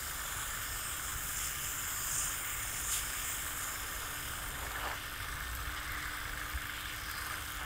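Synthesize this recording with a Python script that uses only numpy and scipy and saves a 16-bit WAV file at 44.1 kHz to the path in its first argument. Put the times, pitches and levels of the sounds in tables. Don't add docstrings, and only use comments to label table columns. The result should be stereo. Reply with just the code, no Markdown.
import sys
import numpy as np
from scipy import signal
from scipy.io import wavfile
from scipy.ndimage import uniform_filter1d

SR = 44100
rng = np.random.default_rng(int(sys.argv[2]) if len(sys.argv) > 2 else 0)


def digitize_waveform(pressure):
    field = np.atleast_2d(pressure).T
    bounded = np.clip(field, -1, 1)
    quanta = np.round(bounded * 32767).astype(np.int16)
    wavfile.write(sys.argv[1], SR, quanta)


N = 337353

# time in seconds, speed in turns per second.
WHEEL_SPEED = [(0, 23.596), (5.606, 24.352), (5.607, 25.026), (7.65, 24.715)]


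def gain_of(db):
    return 10 ** (np.asarray(db) / 20)


def evened(x):
    return x / np.sqrt(np.mean(x ** 2) + 1e-20)


def smoothed(x, samples):
    return uniform_filter1d(uniform_filter1d(x, samples), samples)


def curve(rows, order=1):
    table = np.transpose(rows)
    return np.interp(np.arange(N) / SR, table[0], table[order])


def swell(peak_s, rise_s, fall_s):
    u = np.arange(N) / SR - peak_s
    return np.exp(-(u / np.where(u < 0, rise_s, fall_s)) ** 2 / 2)


def band(x, edges_hz, kind, order=4):
    return signal.sosfiltfilt(signal.butter(order, edges_hz, kind, fs=SR, output="sos"), x)


def resonate(x, hz, width_hz):
    b, a = signal.iirpeak(hz, hz / width_hz, fs=SR)
    return evened(signal.lfilter(b, a, signal.lfilter(b, a, x)))


def coloured(x, tone, size=4096):
    f, db = np.transpose(tone)
    hz = abs(np.fft.fftfreq(size, 1 / SR))
    tone_db = np.interp(np.log(hz + 1), np.log(f), db, -70)
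    log_gain = np.log(gain_of(tone_db))
    phase = -signal.hilbert(log_gain).imag
    taps = np.fft.ifft(np.exp(log_gain + 1j * phase)).real[:size // 2]
    return evened(signal.oaconvolve(x, taps)[:N])


def rings(rows, rise_s, ring_s, noisy):
    out, t = np.zeros(N), np.arange(800) / SR
    shape = np.minimum(t / rise_s, 1) * np.exp(-np.maximum(t - rise_s, 0) / ring_s)
    grits = rng.standard_normal((len(rows), len(t)))
    for (s, db, hz), grit in zip(rows, grits):
        part = out[round(s * SR):][:len(t)]
        ring = gain_of(db) * shape * (np.sin(2 * np.pi * hz * t) + noisy * grit)
        part += ring[:len(part)]
    return out


def drops(per_s, spread_db, spatter_s):
    size = gain_of(spread_db * np.minimum(rng.exponential(1, N), 3))
    size = size * (rng.random(N) < per_s / SR)
    envelope = signal.lfilter([1], [1, -np.exp(-1 / (spatter_s * SR))], size)
    return evened(envelope * rng.standard_normal(N))


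def water(per_s, spread_db, spatter_s, share, patchy_db, flicker_db):
    drift_db = 2.5
    z = signal.stft(rng.standard_normal(N), nperseg=256, noverlap=192)[2]
    patches = uniform_filter1d(uniform_filter1d(rng.standard_normal(z.shape), 3, 0), 24, 1)
    drift = uniform_filter1d(uniform_filter1d(rng.standard_normal(z.shape), 6, 0), 200, 1)
    flicker = uniform_filter1d(rng.standard_normal(z.shape[1]), 10)
    uneven_db = patchy_db * evened(patches) + drift_db * evened(drift) + flicker_db * evened(flicker)
    hiss = signal.istft(z * gain_of(uneven_db), nperseg=256, noverlap=192)[1][:N]
    share = np.clip(share, 0, 1)
    return np.sqrt(1 - share) * evened(hiss) + np.sqrt(share) * drops(per_s, spread_db, spatter_s)


def outdoors():
    # time in seconds, level in dB.
    rumble_levels, air_levels = [(0, -48.5), (1.2, -48.5), (4.0, -49.5), (4.6, -47.5), (7.65, -49.5)], [(0, -57), (3, -57), (4.2, -54.5), (5.2, -57), (7.65, -59)]
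    # frequency in Hz, relative density in dB per Hz.
    rumble_tone, air_tone = [(8.8, -48), (15, -3.5), (30, -8), (42, 0.5), (60, -2), (87, -5.5), (140, -11),
                             (163, -18), (200, -20.5), (260, -37), (440, -120)], [(100, -25), (170, -6.5), (260, -2), (500, -4), (800, -3),
                                                  (1200, -8), (2000, -72)]
    # peak in seconds, rise in s, fall in s, level in dB,
    # centre in Hz, width in Hz.
    low_swells = [(1.67, 0.18, 0.53, -58, 136, 4.8), (6.3, 0.74, 1.4, -54, 50, 2.6),
                  (5.55, 0.14, 0.18, -46.5, 60, 1.9)]
    # centre in seconds, level in dB before its decay, pitch in Hz, decay either side in s.
    thump_s, thump_db, thump_hz, decay_s = (6.5585, -28.5, 66, .014)
    lumps = evened(smoothed(rng.standard_normal(N), 5000))
    rumble = coloured(rng.standard_normal(N), rumble_tone, size=32768)
    rumble = gain_of(curve(rumble_levels) + 0.94 * lumps) * rumble
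    air = gain_of(curve(air_levels)) * coloured(rng.standard_normal(N), air_tone)
    low_noise = sum(gain_of(db) * swell(s, rise_s, fall_s) * resonate(rng.standard_normal(N), hz, width_hz)
                    for s, rise_s, fall_s, db, hz, width_hz in low_swells)
    u = np.arange(N) / SR - thump_s
    thump = gain_of(thump_db) * np.exp(-abs(u / decay_s)) * np.sin(2 * np.pi * thump_hz * u)
    return rumble + air + low_noise + thump


def turning():
    start_turns = 0.393
    return start_turns + np.cumsum(curve(WHEEL_SPEED)) / SR


def wheel():
    # time in seconds, level in dB before random spread.
    knock_levels = [(0, -37.5), (4.0, -37), (5.05, -38), (5.14, -31.5), (5.55, -36.5), (6.0, -32.5),
                    (6.72, -32), (6.95, -39), (7.06, -32), (7.38, -32), (7.5, -37)]
    # time in seconds, level in dB.
    hard_knocks = [(4.67, -31), (4.87, -28), (4.92, -29), (5.41, -31), (6.25, -30), (6.7, -31), (6.86, -30),
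                   (7.3, -31), (7.34, -28)]
    spread_db, lead_s = 1.3, 0.0012
    housing_rings = [(1640, 0), (2120, -9)]  # Hz, relative dB
    blades, start_hum_db, hum_db_per_turn_per_s = 12, -68, 5.6
    hum_wobble_db, hum_waver_hz = 0.9, 3

    turns_per_s = curve(WHEEL_SPEED)
    hit = np.flatnonzero(np.diff(np.floor(turning())))
    chance = rng.standard_normal((len(hit), 2))
    level_db = curve(knock_levels)[hit] + spread_db * np.clip(chance[:, 0], -2, 1)
    for s, db in hard_knocks:
        level_db[np.argmin(abs(hit - s * SR))] = db
    knocks = np.zeros(N)
    for hz, db in housing_rings:
        rows = np.c_[hit / SR - lead_s, level_db + db, hz + 70 * chance[:, 1]]
        knocks += rings(rows, rise_s=0.00036, ring_s=0.0031, noisy=0.11)

    waver, wobble = (evened(smoothed(v, 2000)) for v in rng.standard_normal((2, N)))
    hum = np.sin(2 * np.pi * np.cumsum(blades * turns_per_s + hum_waver_hz * waver) / SR)
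    hum_db = start_hum_db + hum_db_per_turn_per_s * (turns_per_s - turns_per_s[0]) + hum_wobble_db * wobble
    return band(knocks, [1100, 4000], "band") + np.sqrt(2) * gain_of(hum_db) * hum


def tube():
    # time in seconds, level in dB before the pulse, gain in dB of its 2.6-3.8 kHz band.
    rush_levels = [(0, -46.5, 0), (1.6, -46.5, -12), (2.5, -44, -3), (3.9, -45, -0.5), (5.1, -45.5, 3),
                   (6.3, -45, 1.5), (7.0, -47, 3), (7.65, -46.5, 4)]
    # frequency in Hz, relative density in dB per Hz.
    rush_tone, swish_tone = [(350, -21), (600, -17), (712, -16.5), (947, -11), (1120, -4.5), (1210, -2.5),
                             (1300, -6.5), (1530, -2.5), (1740, -5.5), (1940, -8.5), (2120, -4),
                             (2410, -10.5), (2540, -12.5), (3100, -9.5), (3550, -11), (3850, -18.5),
                             (4200, -21.5), (5460, -56), (9240, -120)], [(180, -22), (300, -5), (450, -5), (1000, -0.5),
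                                                (1300, -3.5), (2000, -58)]
    # frequency in Hz, width in Hz, level in dB before the pulse.
    tube_modes = [(1199, 18, -58.5), (1377, 410, -50.5), (1807, 38, -55.5)]
    # peak in seconds, rise in s, fall in s, low gush in dB, extra rush in dB.
    swishes = [(4.63, 0.08, .12, -49.5, -69), (4.77, 0.035, 0.06, -50, -44),
               (4.865, 0.022, 0.028, -39.5, -46), (4.925, 0.02, 0.024, -45, -43.5),
               (7.64, 0.041, .05, -50.5, -43)]
    # start in seconds, level in dB before the band-pass, ring in Hz.
    gulp_rows = [(4.757, -30, 1720), (4.772, -35, 1550), (4.835, -35, 1210), (5.590, -34, 1290),
                 (6.636, -37, 1600), (7.083, -35, 1630), (7.308, -31, 1230)]
    pulse_db, pulse_turn, pulse_sharpness = -2.5, 0.9, 3

    flow = water(per_s=500, spread_db=3, spatter_s=.0018, share=.17, patchy_db=.7, flicker_db=.2)
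    flow = coloured(flow, rush_tone)
    band_gain = gain_of(curve(rush_levels, order=2))
    shaped = flow + band(flow, [2600, 3800], "band") * (band_gain - 1)
    modes = sum(gain_of(db) * resonate(rng.standard_normal(N), hz, width_hz) for hz, width_hz, db in tube_modes)
    sag = np.exp(pulse_sharpness * (np.cos(2 * np.pi * (turning() - pulse_turn)) - 1))
    rush = gain_of(pulse_db * sag) * (gain_of(curve(rush_levels)) * shaped + modes)

    gush = water(per_s=600, spread_db=3.5, spatter_s=.003, share=.25, patchy_db=1.2, flicker_db=.7)
    gush = coloured(gush, swish_tone)
    bright = evened(band(flow[::-1], [1150, 1950], "band", order=2))
    gush_gain = sum(gain_of(db) * swell(s, rise_s, fall_s) for s, rise_s, fall_s, db, _ in swishes)
    bright_gain = sum(gain_of(db) * swell(s, rise_s, fall_s) for s, rise_s, fall_s, _, db in swishes)
    gulps = rings(gulp_rows, rise_s=.002, ring_s=.005, noisy=.2)
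    gulps = band(gulps, [900, 3000], "band", order=2)
    return rush + gush_gain * gush + bright_gain * bright + gulps


def patter():
    # time in seconds, bed level in dB.
    levels = [(0, -47.5), (2.6, -71), (3.1, -60.5), (5.2, -48.5), (6.6, -49.5), (7.3, -46), (7.65, -49)]
    # frequency in Hz, relative density in dB per Hz.
    tone = [(2600, -16), (4100, -3), (4500, -6), (5050, 0), (5600, -7), (6050, -4), (6500, -7), (8000, -1),
            (9000, -2.5), (9700, -8.5), (10400, -6), (11600, -11), (12300, -3), (13400, -11.5),
            (14300, -4.5), (15700, -11)]
    # start in seconds, level in dB before noise and high-pass, ring in Hz.
    near_drops = [(2.2168, -28, 8500), (2.2562, -29, 8800), (2.9255, -27, 8000), (2.9408, -27, 12800),
                  (2.9775, -26, 9000), (3.4465, -29, 9000), (3.5942, -29, 8400), (4.4877, -32, 14400),
                  (5.4041, -34, 12400), (5.5518, -28.5, 11900), (5.56, -33, 12200), (5.9199, -30, 12300),
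                  (6.1699, -33.5, 12700), (6.4996, -33, 14300), (6.6707, -34.5, 12300),
                  (6.9621, -34, 12300), (7.1142, -31.5, 12400), (7.2679, -33, 12800), (7.5213, -34, 14000)]
    bed = water(per_s=1400, spread_db=5, spatter_s=0.00017, share=0.4, patchy_db=1.5, flicker_db=0.7)
    bed = coloured(bed, tone)
    ticks = drops(per_s=350, spread_db=3.5, spatter_s=.0005)
    ticks = band(coloured(ticks, tone), 10500, "high")
    near = band(rings(near_drops, rise_s=.0003, ring_s=.0005, noisy=.8), 5500, "high")
    return gain_of(curve(levels)) * (bed + gain_of(-2) * ticks) + near


def splash():
    # time in seconds, level in dB before the lift, gain in dB of the 11-12.3 kHz band,
    # gain in dB of the treble above it.
    levels = [(0, -42.5, 2, -2), (1.2, -41.5, 1.5, 3.5), (2.0, -39, 0, 0.5), (2.5, -41.5, 2.5, 3),
              (3.1, -39.5, -5, -1), (3.5, -41.5, 6.5, 1.5), (4.0, -42.5, 5, -1), (4.5, -45.5, 5, 1),
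              (5.0, -46, 14, 6)]
    # frequency in Hz, relative density in dB per Hz.
    tone = [(1350, -29), (2400, -11), (3000, -3), (3600, -8), (4250, -21.5), (4550, -19), (4900, -8.5),
            (5350, -7.5), (5700, -16), (6400, -6), (7150, 0), (7900, -5), (8400, -3), (9600, -5),
            (10500, -13), (11200, -11), (11900, -15), (13000, -6), (13700, -9), (14500, -5), (15700, -12)]
    # peak in seconds, level in dB, rise in s, fall in s,
    # low edge in Hz, high edge in Hz.
    surges = [(1.1, -46, 0.046, .04, 5500, 9800), (1.451, -40.5, 0.12, 0.046, 4600, 8800),
              (1.66, -45, 0.039, 0.11, 5500, 9000), (2.17, -35.5, 0.066, 0.092, 5260, 10200),
              (2.925, -46, 0.02, 0.047, 4300, 5600), (2.9, -40, 0.078, 0.043, 5760, 9300),
              (2.934, -34.5, 0.025, 0.059, 2290, 14700), (3.29, -43.5, 0.06, 0.071, 5830, 9050),
              (3.63, -43.5, 0.057, 0.047, 5800, 10200), (5.77, -45, 0.0061, 0.019, 2500, 5500),
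              (7.17, -52, 0.03, 0.044, 3860, 5240)]
    hiss_db, spatter_db, ragged_db = -9, -9, 0.9

    spray = water(per_s=1800, spread_db=2, spatter_s=0.00048, share=0.22, patchy_db=1.0, flicker_db=-0.15)
    spray = coloured(spray, tone)
    steady = spray + band(spray, [11000, 12300], "band") * (gain_of(curve(levels, order=2)) - 1)
    steady += band(spray, 12400, "high") * (gain_of(curve(levels, order=3)) - 1)
    lift = np.clip((5.1 - np.arange(N) / SR) / 0.63, 0, 1)
    out = gain_of(curve(levels)) * lift * steady

    surge = spray[::-1] + gain_of(hiss_db) * rng.standard_normal(N)
    surge += gain_of(spatter_db) * coloured(drops(per_s=450, spread_db=2.5, spatter_s=.0004), tone)
    surge *= gain_of(ragged_db * evened(smoothed(rng.standard_normal(N), 250)))
    for s, db, rise_s, fall_s, low_hz, high_hz in surges:
        near = slice(round(s * SR) - SR // 2, round(s * SR) + SR // 2)
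        gush = band(surge[near], [low_hz, high_hz], "band", order=2)[::-1]
        out[near] += gain_of(db) * evened(gush) * swell(s, rise_s, fall_s)[near]
    return out


def scene():
    pressure_db = 0.51
    flutter = evened(smoothed(rng.standard_normal(N), 500))
    wet = gain_of(pressure_db * flutter) * (splash() + patter() + tube())
    return np.tile(wet + wheel() + outdoors(), (2, 1))


def record(dry):
    edge_hz = 15750
    taps = signal.firwin(2047, edge_hz, window=("kaiser", 9), fs=SR)
    return signal.oaconvolve(dry, taps[None], "same")


dry = scene()
out = record(dry)
digitize_waveform(out)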